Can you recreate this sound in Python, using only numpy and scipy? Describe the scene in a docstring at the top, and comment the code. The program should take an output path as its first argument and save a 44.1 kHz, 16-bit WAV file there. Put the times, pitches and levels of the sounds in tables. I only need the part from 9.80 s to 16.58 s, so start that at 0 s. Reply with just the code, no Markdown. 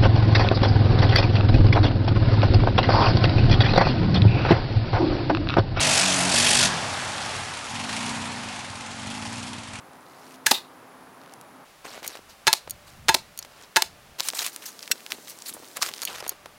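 """A snowy forest: an archer looses four arrows, the first in a glade, and gathers arrows in a snow shelter.
Each shot is three slaps of noise that leave the modes of the bow ringing; each arrow lands as three
crunches with a dull knock of the target. Sparse random reflections from the trees scatter both back.
Between shots nocks click, shafts clack, wool and snow rustle as grainy noise, and faint low wind
touches the microphone over the still air of each place."""
import sys
import numpy as np
from scipy import signal
from scipy.fft import rfft, irfft, next_fast_len
from scipy.io import wavfile
from scipy.ndimage import uniform_filter1d

SR = 44100
rng = np.random.default_rng(int(sys.argv[2]) if len(sys.argv) > 2 else 0)


def dump_mix(stems):
    """Bounce the given channels to the path in sys.argv[1] as a 16-bit WAV at rate SR."""
    frames = np.atleast_2d(stems).T  # one column per channel
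    limited = np.clip(frames, -1, 1)  # hard clip at full scale
    pcm = np.round(limited * 32767).astype(np.int16)
    wavfile.write(sys.argv[1], SR, pcm)


N = 298998
TIME = np.arange(N) / SR

# Where we listen, in order: glade, range, shelter, range. Each row: start in seconds, end in seconds.
PLACE_SPANS = [(0, 1.85), (1.85, 4.385), (4.385, 6.29), (6.29, 7)]


def amp(db):
    """Decibels to gain."""
    return 10 ** (np.asarray(db) / 20)


def unit(x):
    """Scales to rms 1."""
    return x / np.sqrt(np.mean(x ** 2) + 1e-20)


def read(points, hz):
    """Reads a curve of (Hz, value) points on a log-frequency axis."""
    f, value = np.transpose(points)
    return np.interp(np.log(hz + 1), np.log(f + 1), value)


def add(mix, s, sound):
    """Mixes a sound in at time s."""
    part = mix[max(round(s * SR), 0):][:len(sound)]
    part += sound[:len(part)]


def during(start, end):
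    """A soft-edged switch that is on between two times."""
    return uniform_filter1d(1. * ((TIME >= start) & (TIME < end)), size=400)


def tilted(points, tilt_db):
    """Leans a spectrum around 1 kHz by so many dB per octave."""
    return [(f, db + tilt_db * np.log2(f / 1000)) for f, db in points]


def hump(hz, db):
    """A spectrum with one broad rise around hz."""
    return [(hz / 2, 0), (hz / 2 ** .5, db / 2), (hz, db), (hz * 2 ** .5, db / 2), (hz * 2, 0)]


def shaped(x, *spectra):
    """Colours a signal by the sum of some dB spectra, with a minimum-phase filter, keeping its energy."""
    size = next_fast_len(len(x) + 2048)
    hz = abs(np.fft.fftfreq(size, 1 / SR))
    gain_db = np.maximum(sum(read(points, hz) for points in spectra), -100)
    log_gain = np.log(amp(gain_db))
    # the Hilbert transform of the log gain gives the phase that puts no sound ahead of its cause
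    response = np.exp(np.conj(signal.hilbert(log_gain)))
    y = np.fft.ifft(np.fft.fft(x, size) * response).real
    return y * np.linalg.norm(x) / np.linalg.norm(y)


def noise(spectrum):
    """Steady coloured noise of about rms 1."""
    return shaped(rng.standard_normal(N), spectrum)[:N]


def patchy(x, depth_db):
    """Lets the colour of a noise wander from moment to moment."""
    z = signal.stft(x, SR, nperseg=256)[2]
    field = uniform_filter1d(rng.standard_normal(z.shape), size=7, axis=0)
    field = uniform_filter1d(field, size=5, axis=1)
    return signal.istft(z * amp(depth_db * unit(field)), SR, nperseg=256)[1][:len(x)]


def burst(db, t60, *spectra):
    """A brief dense crunch of contact with a sharp start, even in spectrum before it is coloured."""
    t60 = np.clip(t60, .001, .12)
    t = np.arange(int(t60 * SR)) / SR
    attack = 1 - np.exp(-t / (.012 * t60))
    fade = amp(-60 * t / t60) * attack
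    fade_rms = np.sqrt(np.mean(fade ** 2))
    x = rng.standard_normal(SR // 8)[:len(t)]
    # no single pitch stands out of the crunch, and no single sample out of its fade
    for _ in range(3):
        flat = irfft(np.exp(1j * np.angle(rfft(x * fade))), len(t))
        x = np.clip(unit(flat) * fade_rms / (fade + 1e-6), -2, 2)
    return amp(db) * shaped(unit(x * fade) * fade_rms, *spectra)


def ring(modes, tilt_db, rise):
    """Dying modes of a struck body; their starting heights have a joint size of 1."""
    hz, db, t60 = np.transpose(modes)[:, :, None]
    t = np.arange(SR // 3) / SR
    height = amp(db + tilt_db * np.log2(hz))
    phase = 2 * np.pi * (hz * t + rng.random(hz.shape))
    waves = np.sin(phase) * amp(-60 * t / t60)
    onset = 1 - np.exp(-t / rise)
    return (height * waves).sum(0) / np.linalg.norm(height) * onset


def blows(table, colour):
    """Hard contacts, each with its own balance of thump, knock and crack."""
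    out = np.zeros(N)
    for s, db, t60, low, knock, mid, top in table:
        balance = [(150, low), (800, knock), (1800, mid), (4200, 0), (11000, top)]
        add(out, s, burst(db, t60, colour, balance))
    return out


def clicks(table, modes, ring_db, tick_db, tick_t60):
    """A tick of contact and the short ring of the part that was hit."""
    # Hard tip on hard shaft. Each row: frequency in Hz, level in dB.
    click_colour = [(100, -39), (900, -38), (1600, -6), (3000, 2.5), (6000, -4), (10000, -6), (16000, -9)]
    out = np.zeros(N)
    for s, db, tilt_db in table:
        add(out, s, amp(db + ring_db) * ring(modes, tilt_db, rise=.0001))
        add(out, s, burst(db + tick_db, tick_t60, tilted(click_colour, tilt_db)))
    return out


def still_air():
    """The quiet of each place is steady noise of its own colour."""
    # Colour of the air in glade, range and shelter. Each row: frequency in Hz, relative level in dB per Hz.
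    glade = [(15, -66), (25, -34), (161, -6), (229, -9), (263, -5.5), (545, -7.5), (818, -4.5),
             (1190, -6.5), (1940, -15), (3080, -22), (3720, -23), (8590, -30), (9840, -29.5),
             (10700, -28.5), (16000, -32.5)]
    open_range = [(15, -22), (30, -8), (80, -14.5), (150, -10), (354, -10.5), (575, -8.5), (796, -7),
                  (950, -10.5), (1190, -8), (1700, -11.5), (2610, -13.5), (5880, -19.5), (10100, -24),
                  (16000, -26)]
    shelter = [(15, -53), (25, -31), (80, -15), (195, -2.5), (335, -0.5), (560, -3), (887, -3),
               (1190, -7.5), (1330, -6), (2840, -10), (5570, -8.5), (14800, -14.5), (16000, -14)]
    range_db = -53
    beds = [(glade, -49), (open_range, range_db), (shelter, -49), (open_range, range_db)]
    return sum(during(*span) * amp(db) * noise(colour) for span, (colour, db) in zip(PLACE_SPANS, beds))


def faint_tones():
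    """Narrow bands of noise hang in the air as faint tones."""
    # Each row: start in seconds, end in seconds, pitch in Hz, width in Hz, level in dB.
    tone_table = [(0, 1.85, 260, 6, -62), (1.85, 7, 592, 8, -70), (4.385, 7, 1175, 20, -67),
                  (0, 1.85, 9850, 220, -69), (1.85, 7, 9950, 320, -72)]
    out = np.zeros(N)
    bins = np.fft.rfftfreq(N, 1 / SR)
    for start, end, hz, width, db in tone_table:
        band = np.exp(-2 * ((bins - hz) / width) ** 2)
        tone = irfft(rfft(rng.standard_normal(N)) * band, N)
        out += during(start, end) * amp(db) * unit(tone)
    return out


def wind(trim_db=-1):
    """Lumpy low noise of wind at the microphone, heard only on the range."""
    # Strength of the wind in both stays on the range, the first one as a list of stretches.
    # Each row: time in seconds, level in dB before the common trim.
    early_wind = np.vstack([
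        [(2.3, -78), (2.424, -61), (2.626, -71), (2.64, -60)],
        [(2.8, -80), (2.91, -48), (2.996, -60), (3.27, -47)],
        [(3.42, -54), (3.446, -58), (3.894, -68), (3.93, -79)],
        [(4.07, -54.5), (4.218, -64), (4.31, -53), (4.38, -63)],
    ])
    late_wind = [(6.3, -61), (6.558, -67), (6.77, -59)]
    # Each row: frequency in Hz, level in dB.
    wind_colour = [(20, -12), (50, -7), (78, -0.5), (105, -5), (150, -4), (230, -11), (400, -31),
                   (1000, -70)]
    gusts = np.zeros(N)
    for curve in (early_wind, late_wind):
        strength = amp(np.interp(TIME, *np.transpose(curve)))
        gusts += during(curve[0][0], curve[-1][0]) * strength
    return amp(trim_db) * gusts * noise(wind_colour)


def forest(x, build_up=0.012, trunks_per_s=5000):
    """Many small reflections from trunks and boughs; the snow soaks them up quickly."""
    # Colour of the echo. 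Each row: frequency in Hz, level in dB.
    echo_colour = [(100, -13), (400, 0.5), (900, -1), (2000, -1.5), (4000, -4.5), (8000, 1.5),
                   (16000, -0.5)]
    # Decay of the echo. Each row: frequency in Hz, t60 in seconds.
    echo_t60 = [(100, 0.18), (1000, 0.17), (4000, 0.23), (8000, 0.16), (16000, 0.14)]
    t = np.arange(SR // 2) / SR
    reflections = rng.standard_normal(len(t)) * (rng.random(len(t)) < trunks_per_s / SR)
    hz, age, z = signal.stft(reflections, SR, nperseg=256)
    decay_db = 60 * age / read(echo_t60, hz)[:, None]
    z = z * amp(read(echo_colour, hz)[:, None] - decay_db)
    tail = signal.istft(z, SR, nperseg=256)[1][:len(t)]
    tail = tail * (1 - np.exp(-(t / build_up) ** 2))
    return signal.fftconvolve(x, tail / np.linalg.norm(tail))[:N]


def tree_wall(x, delay=0.023, t60=0.18, db=-12, boughs_per_s=2500, build_up=0.0022):
    """In the glade a close wall of spruces returns the strike as a second, later splash."""
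    out = np.zeros(N)
    t = np.arange(SR // 4) / SR
    boughs = rng.standard_normal(len(t)) * (rng.random(len(t)) < boughs_per_s / SR)
    colour = [(150, -6), (380, 1), (800, -21), (1500, -1), (3100, 3.5), (3750, 9.5),
              (4400, -1.5), (6500, -2.5), (16000, 3)]  # (Hz, dB)
    scatter = shaped(boughs * amp(-60 * t / t60) * (1 - np.exp(-t / build_up)), colour)
    in_glade = x * during(*PLACE_SPANS[0])
    add(out, delay, signal.fftconvolve(in_glade, scatter / np.linalg.norm(scatter)))
    return amp(db) * out


def rubbing(grains_per_s=1200, spread_db=3.0, smooth_share=0.89, clump_db=2):
    """Sleeve, arrow or snow strokes: fibres and ice grains slip in clumps over a soft hiss."""
    # Each row: start in seconds, length in seconds, level in dB midway through the swell,
    # swell from start to end in dB, tilt in dB per octave.
    strokes = [(0.249, .3, -59, 14, -1.5), (2.041, 0.16, -43, -8, -4.5), (2.233, 0.15, -45, -11.5, -3),
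               (2.484, 0.041, -51, -2, -3), (3.063, 0.11, -54.5, -11, -2), (3.617, .23, -58, 17, -4.5),
               (4.383, 0.03, -34, -7, -1.5), (4.421, 0.061, -36, 14, 1.5), (4.54, 0.091, -31.5, 4.5, 0),
               (4.641, .045, -31.5, -6, 0.5), (4.722, 0.022, -44.5, 3, 1), (4.812, 0.027, -43, 7, -1),
               (4.852, 0.039, -36, -5, 1), (5.018, 0.017, -40.5, 0, -2), (5.3, 0.048, -39, -7, -.5),
               (5.467, 0.042, -41.5, 7, 3), (5.651, 0.042, -36.5, 10, 2.5), (5.951, 0.021, -39.5, 9, -2.5),
               (6.008, 0.083, -33.5, -6, -1), (6.13, 0.081, -45.5, -10, -0.5),
               (6.22, 0.014, -30.5, -7, -1.5), (6.265, 0.14, -39, -2.5, -4),
               (6.43, 0.095, -45.5, -3.5, -3.5)]
    # Each row: frequency in Hz, level in dB.
    rub_colour = [(59, -54), (100, -31.5), (471, -11), (691, -6.5), (1030, -4), (1680, -4), (2170, -3.5),
                  (3540, -3), (3940, 0), (14400, -8), (16000, -15)]
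    attack_s, release_t60 = 0.0098, 0.066
    sizes = amp(spread_db * np.minimum(rng.exponential(1, N), 5)) * rng.choice([-1, 1], N)
    grains = unit(sizes * (rng.random(N) < grains_per_s / SR))
    hiss = smooth_share * rng.standard_normal(N)
    clumps = amp(clump_db * unit(uniform_filter1d(rng.standard_normal(N), size=200)))
    friction = unit(patchy((grains + hiss) * clumps, depth_db=3))
    out = np.zeros(N)
    for start, length, db, swell_db, tilt_db in strokes:
        stroke = friction[int(start * SR):][:int((length + release_t60) * SR)]
        t = TIME[:len(stroke)]
        attack = np.minimum(t / attack_s, 1)
        swell = amp(db + swell_db * (np.minimum(t / length, 1) - .5))
        release = amp(-60 * np.maximum(t - length, 0) / release_t60)
        add(out, start, shaped(stroke * attack * swell * release, tilted(rub_colour, tilt_db)))
    return out


def bumps(thud_t60=0.032, thud_tilt_db=-3, spread_db=4, body_hz=650, body_db=4):
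    """Dull contacts of glove, bow and boot that do not ring, and softer thuds of packing snow."""
    # Each row: time in seconds, level in dB, tilt in dB per octave.
    bump_table = [(2.052, -29.5, -1), (2.176, -32, -1.5), (2.229, -32, 2.5), (2.246, -29, 4),
                  (2.353, -30, 1), (2.875, -30, -1), (3.648, -35, 2.5), (4.534, -26.5, 1.5),
                  (6.425, -29, -1), (6.464, -27, 0), (6.658, -30.5, 1)]
    # Spells of soft thuds as the archer shifts in the snow.
    # Each row: start in seconds, end in seconds, middle level in dB.
    shuffles = [(2.079, 2.443, -42), (5.097, 5.45, -39), (5.699, 6.25, -40), (6.383, 6.552, -38)]
    # Each row: frequency in Hz, level in dB.
    bump_colour = [(50, -21.5), (200, -3), (500, 3.5), (1200, 0.5), (2500, -5), (6000, -13.5),
                   (16000, -26.5)]
    bump_t60, thuds_per_s = .023, 21
    out = np.zeros(N)
    for s, db, tilt_db in bump_table:
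        add(out, s, burst(db, bump_t60, tilted(bump_colour, tilt_db), hump(body_hz, body_db)))
    thud_colour = tilted(bump_colour, thud_tilt_db)
    for start, end, db in shuffles:
        count = round((end - start) * thuds_per_s)
        for when, size, pitch in rng.random((40, 3))[:count]:
            body = hump(220 * 2 ** (2 * pitch), 7.3)
            level_db = db + spread_db * (2 * size - 1)
            add(out, start + when * (end - start), burst(level_db, thud_t60, thud_colour, body))
    return out


def snaps(body_db=10, tick_db=12, spread_db=4, tick_t60=0.0049, scrape_db=24):
    """Small things break or slip, each around its own pitch; many faint ticks fall at random."""
    # Twigs, snow crust and small hard parts snap.
    # Each row: time in seconds, level in dB, t60 in seconds, strongest pitch in Hz.
    snap_table = [(1.6125, -33.5, 0.0056, 10860), (3.6262, -30, 0.016, 5440), (4.3985, -11, 0.0024, 3500),
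                  (4.4051, -6, 0.003, 4580), (4.4863, -13, 0.019, 8600), (4.502, -18, .0056, 4000),
                  (4.526, -31, .008, 7000), (4.5919, -6, 0.0015, 3600), (4.647, -23, 0.0077, 4340),
                  (4.664, -15.5, 0.011, 10930), (4.7618, -21.5, .008, 10000), (4.9917, -27, 0.0056, 5000),
                  (5.028, -24, 0.0059, 4900), (5.0765, -26.5, 0.012, 2400), (5.264, -20.5, 0.0034, 2810),
                  (5.3205, -8, 0.0025, 2700), (5.621, -29, 0.013, 7070), (5.969, -23, .017, 11000),
                  (6.0226, -10.5, 0.015, 5600), (6.0282, -12, 0.015, 1070), (6.1383, -17, .0028, 3700),
                  (6.2188, -18, 0.0075, 7610)]
    # A shaft chatters or sings briefly as it slides.
    # Each row: time in seconds, level in dB, t60 in seconds, pitch in Hz.
    scrapes = [(5.698, -33, 0.037, 10670), (5.737, -32, 0.057, 10500), (6.015, -24, 0.042, 1170),
               (6.274, -24, 0.034, 2850)]
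    # Spells of small ticks from wool, string and needles.
    # Each row: start in seconds, end in seconds, typical level in dB.
    fidgets = [(0.124, .56, -45), (1.385, 1.547, -40.5), (2.039, 2.376, -44), (3.602, 3.856, -45.5),
               (4.422, 4.7, -30), (4.7, 5.961, -38.5), (6.002, 6.42, -33.5)]
    # Each row: frequency in Hz, level in dB.
    snap_colour = [(100, -24), (500, -10), (1200, -0.5), (2500, -0.5), (5000, 2), (8000, -3.5),
                   (16000, -10)]
    ticks_per_s = 63
    out = np.zeros(N)
    for s, db, t60, hz in snap_table:
        add(out, s, burst(db, t60, snap_colour, hump(hz, body_db)))
    for s, db, t60, hz in scrapes:
        add(out, s, burst(db, t60, snap_colour, hump(hz, scrape_db)))
    for start, end, db in fidgets:
        count = round((end - start) * ticks_per_s)
        for when, size, pitch in rng.random((100, 3))[:count]:
            hz = 1800 * 2 ** (2.4 * pitch)
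            # few ticks are loud, most are faint
            level_db = db + spread_db * (min(-np.log(size), 3) - 1)
            add(out, start + when * (end - start), burst(level_db, tick_t60, snap_colour, hump(hz, tick_db)))
    return out


def clacking():
    """Arrow shafts knock together and ring; thin shafts radiate little bass."""
    # Each row: time in seconds, level in dB, tilt in dB per octave.
    clacks = [(5.109, -36, 5), (5.1141, -10.5, 1), (5.1168, -13.5, 1.5)]
    # Ringing of the knocked shafts. Each row: frequency in Hz, relative level in dB, t60 in seconds.
    shaft_modes = [(1546, -4, .038), (1870, -11, .036), (2150, -10, .02), (2697, -4, .034),
                   (3190, -8, .022), (3553, -8, .038), (4204, -7, .038), (4630, -14, .04), (5023, -14, .04),
                   (5660, -4, .032), (6600, -8, .029), (7790, -6, .034), (10740, -14, .032)]
    # Radiation of a thin shaft. 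Each row: frequency in Hz, level in dB.
    thin_shaft = [(60, -24), (500, -8), (1300, -1.5), (16000, 0)]
    knocks = clicks(clacks, shaft_modes, ring_db=-1, tick_db=0, tick_t60=.018)
    return shaped(knocks, thin_shaft)[:N]


def nocking():
    """The nock touches the string, lighter and duller, then snaps home."""
    # Each row: time of the snap in seconds, level in dB, tilt in dB per octave, touch earlier by seconds.
    nocks = [(2.2775, -15.5, 5, .0122), (2.9078, -14, 7, .011), (3.5899, -15.5, 5, 0.014),
             (6.2518, -11, 4, 0.019), (6.493, -8.5, 9.5, 0.014)]
    # Ringing of the nock. Each row: frequency in Hz, relative level in dB, t60 in seconds.
    nock_modes = [(3020, -19, .02), (4280, -11, 0.071), (4570, -8.5, 0.057), (5690, -3, 0.026),
                  (6570, -1, 0.032), (7000, 0, 0.016), (9260, 5.5, 0.012), (11320, -1.5, 0.0054),
                  (13400, -0.5, 0.012), (15100, -11, 0.013)]
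    touch_db, touch_tilt_db = -9, -1.5  # relative to the snap
    touches = [(s - early_s, db + touch_db, tilt_db + touch_tilt_db) for s, db, tilt_db, early_s in nocks]
    homes = [row[:3] for row in nocks]
    return clicks(touches + homes, nock_modes, ring_db=-3.0, tick_db=-6.0, tick_t60=.01)


def arrows(knock_share=0.36):
    """Each arrow cracks, drives in and stops; a heavier hit is deeper and knocks and rocks the target more."""
    # Each row: time in seconds, time until it stops in seconds, tip, shaft, stop and weight in dB,
    # length of the crunch as a factor.
    hits = [(0.7107, 0.0054, -9, -7, -7, 7, 1.98), (2.7294, 0.0065, 1, -8.5, -6.5, -7, 0.68),
            (3.3432, .0058, -7, -4, -11, 4.5, 1.02), (4.0212, 0.0038, -6.5, -8.5, -29, -6, 1.13)]
    # The tip cracks, the shaft drives in, the arrow stops. Each row: share of the stopping time,
    # t60 in seconds before the factor, colour in dB at 150 Hz, 800 Hz, 1800 Hz and 11 kHz before the weight.
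    stages = [(0, .009, -1, -2, -6.5, 2), (.47, .011, 4, 1.5, 4.5, -1.5), (1, 0.013, 4, 11.5, 2, 3.5)]
    # Dull knock of the target. Each row: frequency in Hz, relative level in dB, t60 in seconds.
    board_modes = [(264.5, -2, 0.067), (370, 3.5, 0.082), (570, -9, 0.071), (774, -5, .03), (1070, 3, 0.04)]
    # Colours of the strike and of the target rocking back. Each row: frequency in Hz, level in dB.
    strike_colour = [(20, -20), (90, -31.5), (250, -9), (500, -10.5), (900, 0), (1400, -9), (2200, -2.5),
                     (3000, -3), (4200, 5.5), (6000, -3), (9500, -7.5), (16000, -14.5)]
    rebound_colour = [(150, 14), (500, 23), (800, 18), (1800, 2), (4200, -5), (11000, -1)]
    board_db = -30.5  # before the weight
    rebound_s, rebound_db, rebound_t60 = .0205, -33, 0.022
    out, contacts = np.zeros(N), []
    for s, stop_s, tip_db, shaft_db, stop_db, weight_db, crunch in hits:
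        for db, stage in zip([tip_db, shaft_db, stop_db], stages):
            share, t60, low, knock, mid, top = stage
            low, knock = low + weight_db, knock + knock_share * weight_db
            contacts.append((s + share * stop_s, db, t60 * crunch, low, knock, mid, top))
        add(out, s + stop_s, amp(board_db + weight_db) * ring(board_modes, 0, rise=.001))
        rebound = burst(rebound_db + weight_db, rebound_t60, strike_colour, rebound_colour)
        add(out, s + rebound_s, rebound)
    return out + blows(contacts, strike_colour)


def bow(rush_t60=0.023, rush_db=-39):
    """The string rushes forward, slaps three times and leaves the bow ringing as it stops."""
    # The string is let go. Each row: time in seconds, time until it stops in seconds, slap level in dB,
    # extra for the first slap in dB, edge in dB, bow ring in dB, ring tilt in dB per octave,
    # lift of the mode near 1.7 kHz in dB, ring time as a factor set by the grip.
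    looses = [(.662, 0.0053, -0.5, -6.5, 8, -11.5, 3.5, 13, 0.9),
              (2.6693, 0.0091, -0.5, 2, 0.5, -5, 1.5, 3.5, .94),
              (3.2842, .0088, 0, 0, 0, -4.5, -0.5, 2.5, 0.89),
              (3.9606, 0.0085, 0.5, 0.5, 1.5, -7, -1, 6.5, 0.9)]
    # The three slaps. Each row: share of the stopping time, relative level in dB, t60 in seconds,
    # colour in dB at 150 Hz, 800 Hz, 1800 Hz and 11 kHz before the edge is added.
    stages = [(0, -7.5, 0.012, -12, 4, -5, -5), (.57, -4.5, 0.016, -6.5, 9.5, 6.5, 1.5),
              (1, -12.5, 0.028, 7, -7.5, -0.5, 6.5)]
    # Modes of the bow. Each row: frequency in Hz, relative level in dB, t60 in seconds before the grip.
    bow_modes = [(149.3, -15.5, 0.04), (366, -11, 0.067), (680, -21.5, 0.24), (891, 0.5, 0.098),
                 (1010, -15, 0.21), (1440, -2.5, 0.027), (1680, -6.5, 0.068), (1920, -22.5, 0.094),
                 (2040, -3.5, 0.029), (2600, -10.5, 0.098), (3380, -23, .04), (3630, -5, 0.051),
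                 (3880, -19, .045), (4160, -0.5, 0.037), (4900, -10, 0.042), (5460, -20, .055),
                 (6450, -6, 0.037), (8130, -26, .04)]
    # Each row: frequency in Hz, level in dB.
    slap_colour = [(20, -24), (70, -15), (150, -7.5), (230, -15.5), (400, -3.5), (900, -9), (1600, 2),
                   (3000, 0.5), (4500, 0), (6500, -3), (10000, -10.5), (16000, -20)]
    out, slaps = np.zeros(N), []
    time_left = np.arange(int(rush_t60 * SR))[::-1] / SR
    for s, stop_s, db, first_db, edge_db, ring_db, tilt_db, lift_db, grip in looses:
        swell = amp(rush_db - 60 * time_left / rush_t60)
        rush = shaped(swell * rng.standard_normal(len(time_left)), slap_colour)
        add(out, s - rush_t60, rush)
        for k, (share, level, t60, low, knock, mid, top) in enumerate(stages):
            slap_db = db + level + first_db * (k == 0)
            # more edge trades knock for crack
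            slaps.append((s + share * stop_s, slap_db, t60, low, knock - edge_db, mid, top + edge_db))
        modes = [(hz, level + lift_db * (1600 < hz < 1770), t60 * grip) for hz, level, t60 in bow_modes]
        add(out, s + stop_s, amp(ring_db) * ring(modes, tilt_db, rise=0.00075))
    return out + blows(slaps, slap_colour)


def scene():
    """Air, echoes, handling and shots, in one channel."""
    # how strongly the trees return the bow, the hit and the handling, and how much more the shot in the glade
    bow_echo_db, hit_echo_db, handling_echo_db, glade_echo_db = -16, -18.5, -33, 4
    hits, releases = arrows(), bow()
    send = amp(bow_echo_db) * releases + amp(hit_echo_db) * hits
    send = send * amp(glade_echo_db * during(*PLACE_SPANS[0]))
    background = still_air() + faint_tones() + wind() + tree_wall(hits) + forest(send)
    handling = clacking() + nocking() + rubbing() + bumps() + snaps()
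    handling_echo = amp(handling_echo_db) * forest(handling)
    return (background + handling + handling_echo + hits + releases)[None]


def record(dry):
    """The loudest peaks are rounded off, then the treble is cut at the band limit."""
    edge_hz = 16000
    rounded = dry / (1 + (dry / .95) ** 4) ** (1 / 4)
    band_limit = signal.firwin(255, edge_hz, window=("kaiser", 8), fs=SR)
    return signal.oaconvolve(rounded, band_limit[None], "same")


dry = scene()
out = record(dry)
dump_mix(out)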